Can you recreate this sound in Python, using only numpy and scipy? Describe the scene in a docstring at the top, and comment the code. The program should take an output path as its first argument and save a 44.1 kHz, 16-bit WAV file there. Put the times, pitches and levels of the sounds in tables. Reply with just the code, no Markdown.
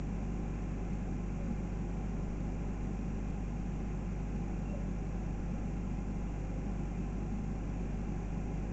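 """A refrigerator in a quiet kitchen

It runs steadily, heard from the floor a little way off. Its compressor (the pump) and fan turn just
under the rate of the mains power, so their tones beat against each other. Air rushes through the
resonances of cabinet and room. There are faint whines, hollow hums, soft surges and one tiny squeak.
The microphone adds a thin hiss."""
import sys
import numpy as np
from scipy import signal
from scipy.fft import rfft, irfft
from scipy.io import wavfile

SR = 44100
rng = np.random.default_rng(int(sys.argv[2]) if len(sys.argv) > 2 else 0)


def unload_audio(sound):
    """Save the sound as a 16-bit wav file, at the path given as the first command line argument."""
    columns = np.transpose(np.atleast_2d(sound))
    # keep every value between -1 and 1, then stretch to whole-number steps
    steps = np.round(np.clip(columns, -1, 1) * 32767)
    wavfile.write(sys.argv[1], SR, steps.astype(np.int16))


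N = 384552
FREQS = np.maximum(np.arange(N // 2 + 1) * SR / N, 1)
TIME = np.arange(N) / SR
MAINS_HZ, COMPRESSOR_HZ, FAN_HZ = 50.07, 49.14, 42.71

# tones of the piston strokes: (multiple of the compressor's turning rate, level/dB)
PISTON_TONES = [(1, -39.5), (3, -51), (4, -64.5), (5, -60.5), (6, -59.5), (7, -63.5), (8, -67), (9, -67),
                (12, -82), (14, -77), (15, -78.5)]
# hum from the magnetic pull on the motor's iron: (multiple of the mains rate, level/dB)
IRON_TONES = [(2, -48), (6, -62)]
# tones of the four-bladed fan: (multiple of the fan's turning rate, level/dB)
BLADE_TONES = [(1, -63.5), (3, -59), (4, -47), (5, -66), (8, -65), (12, -70.5)]
# the off-centre fan rotor varies the magnetic pull: (mains multiple, fan multiple, level/dB)
ROTOR_TONES = [(2, 1, -51.5), (4, 1, -58), (6, -1, -59.5)]
# broad rush of moving air: (f/Hz, level/dB per Hz)
AIR_SPECTRUM = [(12, -65.5), (30, -72), (110, -77), (400, -78.5), (680, -84), (900, -89.5), (1200, -91.5),
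                (1650, -92), (1900, -96.5), (2700, -97), (3050, -105), (3550, -110.5), (4100, -121),
                (8000, -140)]
# pitches at which cabinet and room ring: (f/Hz, width/Hz, peak level/dB per Hz)
RESONANCES = [(138, 8.3, -72.5), (163.2, 6.2, -67.5), (182.6, 15, -63.5), (200.9, 15.6, -61.5),
              (229.1, 7.6, -61.5), (249.6, 30, -71), (283.8, 10, -68.5), (340, 26, -74.5),
              (380.6, 37.6, -74), (545, 50, -84.5), (757.4, 60, -79.5), (822, 46.4, -79.5), (1012, 80, -88),
              (1368, 68, -92.5), (2110, 150, -94.5), (2374, 110, -92.5), (2535, 240, -96),
              (2746, 87, -99.5)]
# faint steady whines: (f/Hz, level/dB)
WHINE_TONES = [(818.3, -72), (1056.6, -74.5), (1077.1, -77.5), (2014.8, -84), (6005.9, -89),
               (7830.7, -92.5)]
# faint hollow hums: (middle t/s, length/s, f/Hz, level/dB)
HOLLOW_HUMS = [(1.417, 0.073, 545, -56), (2.303, .5, 575, -60.5), (4.775, .13, 574, -52),
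               (6.535, .16, 522, -55)]
# soft surges of the low rush: (middle t/s, level/dB)
LOW_SURGES = [(1.5, -44.5), (4.024, -43.5), (5.62, -42.5)]
# fine grain that flickers with the hum: (f/Hz, level/dB per Hz relative to the size of the sound)
GRAIN_SPECTRUM = [(7400, -75.5), (8100, -97.5)]
# microphone hiss: (f/Hz, level/dB per Hz)
HISS_SPECTRUM = [(1000, -120), (4200, -122), (5300, -109.5), (5800, -102.3), (6250, -104.8), (6600, -101.2),
                 (6950, -103.7), (7400, -104.3), (7700, -109.5), (8000, -123), (8250, -131)]


def undb(db):
    """Turn decibels into a number to multiply by."""
    return 10 ** (np.asarray(db) / 20)


def noise(gain):
    """Noise whose strength (amplitude per root Hz) follows gain over FREQS."""
    return irfft(rfft(rng.standard_normal(N)) * gain, N) * np.sqrt(SR / 2)


def colour(points):
    """A gain curve that joins (f/Hz, level/dB) points on a log-frequency axis."""
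    hz, db = np.transpose(points)
    return undb(np.interp(np.log(FREQS), np.log(hz), db))


def resonance(hz, width_hz):
    """A steep-sided peak with gain 1 at its centre."""
    return 1 / np.sqrt(1 + (2 * (FREQS - hz) / width_hz) ** 4)


def wander(rate_hz):
    """A smooth random wobble with spread 1; a higher rate makes it quicker."""
    bin_hz = np.arange(len(FREQS)) * SR / N
    wobble = noise(1 / (1 + (bin_hz / rate_hz) ** 4))
    return (wobble - wobble.mean()) / wobble.std()


def rotation(hz, drift):
    """The angle of something turning, whose speed strays by the small fraction drift."""
    return 2 * np.pi * np.cumsum(hz * (1 + drift * wander(.5))) / SR


def tone(angle, db):
    """A pure tone of the given average (rms) level, starting anywhere in its cycle."""
    return np.sqrt(2) * undb(db) * np.sin(angle + rng.uniform(0, 2 * np.pi))


def harmonics(angle, tones):
    """Tones locked to whole multiples of one rotation."""
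    return sum(tone(round(multiple) * angle, db) for multiple, db in tones)


def swell(middle_s, length_s, hz, width_hz, db):
    """A narrow band of noise that rises to its level and sinks again smoothly."""
    band = noise(resonance(hz, width_hz))
    rise_and_fall = np.exp(-2 * ((TIME - middle_s) / length_s) ** 2)
    return undb(db) * band / band.std() * rise_and_fall


def compressor(mains_angle):
    """The piston drones once per turn while the motor's iron hums at twice the mains rate."""
    shaft_angle = rotation(COMPRESSOR_HZ, drift=.00022)
    piston = harmonics(shaft_angle, PISTON_TONES) * undb(.15 * wander(2.4))
    iron = harmonics(mains_angle, IRON_TONES) * undb(.28 * wander(4.8))
    return piston + iron


def fan(mains_angle):
    """Blade tones flutter in the uneven air; the rotor adds tones on either side of the mains hum."""
    shaft_angle = rotation(FAN_HZ, drift=.0004)
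    blades = harmonics(shaft_angle, BLADE_TONES) * undb(.52 * wander(4))
    rotor = sum(tone(round(m) * mains_angle + round(k) * shaft_angle, db) for m, k, db in ROTOR_TONES)
    return blades + rotor


def airflow():
    """Swirling air makes cabinet and room ring, each resonance wavering a little on its own."""
    rush = noise(colour(AIR_SPECTRUM)) * undb(.25 * wander(3.4))
    ringing = sum(noise(undb(db) * resonance(hz, width_hz)) * undb(.6 * wander(2.3))
                  for hz, width_hz, db in RESONANCES)
    return (rush + ringing) * undb(.19 * wander(.42))


def whines():
    """Faint high tones hold almost perfectly steady."""
    return sum(tone(rotation(hz, drift=.0001), db) for hz, db in WHINE_TONES)


def hollow_hums():
    """A hollow note sounds faintly now and then, never quite at the same pitch."""
    return sum(swell(t, length_s, hz, width_hz=50, db=db) for t, length_s, hz, db in HOLLOW_HUMS)


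def surges():
    """The low rush swells briefly now and then, always at the same pitch."""
    return sum(swell(t, length_s=.1, hz=212, width_hz=55, db=db) for t, db in LOW_SURGES)


def squeak():
    """One thin, nearly pure squeak, just louder than the rush."""
    return swell(middle_s=4.705, length_s=.13, hz=2735, width_hz=50, db=-66.5)


def scene():
    """The refrigerator and the air around it, in one channel."""
    mains_angle = rotation(MAINS_HZ, drift=.0001)
    steady = compressor(mains_angle) + fan(mains_angle) + airflow() + whines()
    return (steady + hollow_hums() + surges() + squeak())[None]


def record(dry):
    """A fine grain rides on the hum's peaks, the microphone hisses, and the highest treble is cut."""
    grain = np.abs(dry) * noise(colour(GRAIN_SPECTRUM))
    hiss = noise(colour(HISS_SPECTRUM))
    low_pass = signal.ellip(10, .1, 80, 8200, fs=SR, output="sos")  # steep cut above 8200 Hz
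    return signal.sosfilt(low_pass, dry + hiss + grain)


dry = scene()
out = record(dry)
unload_audio(out)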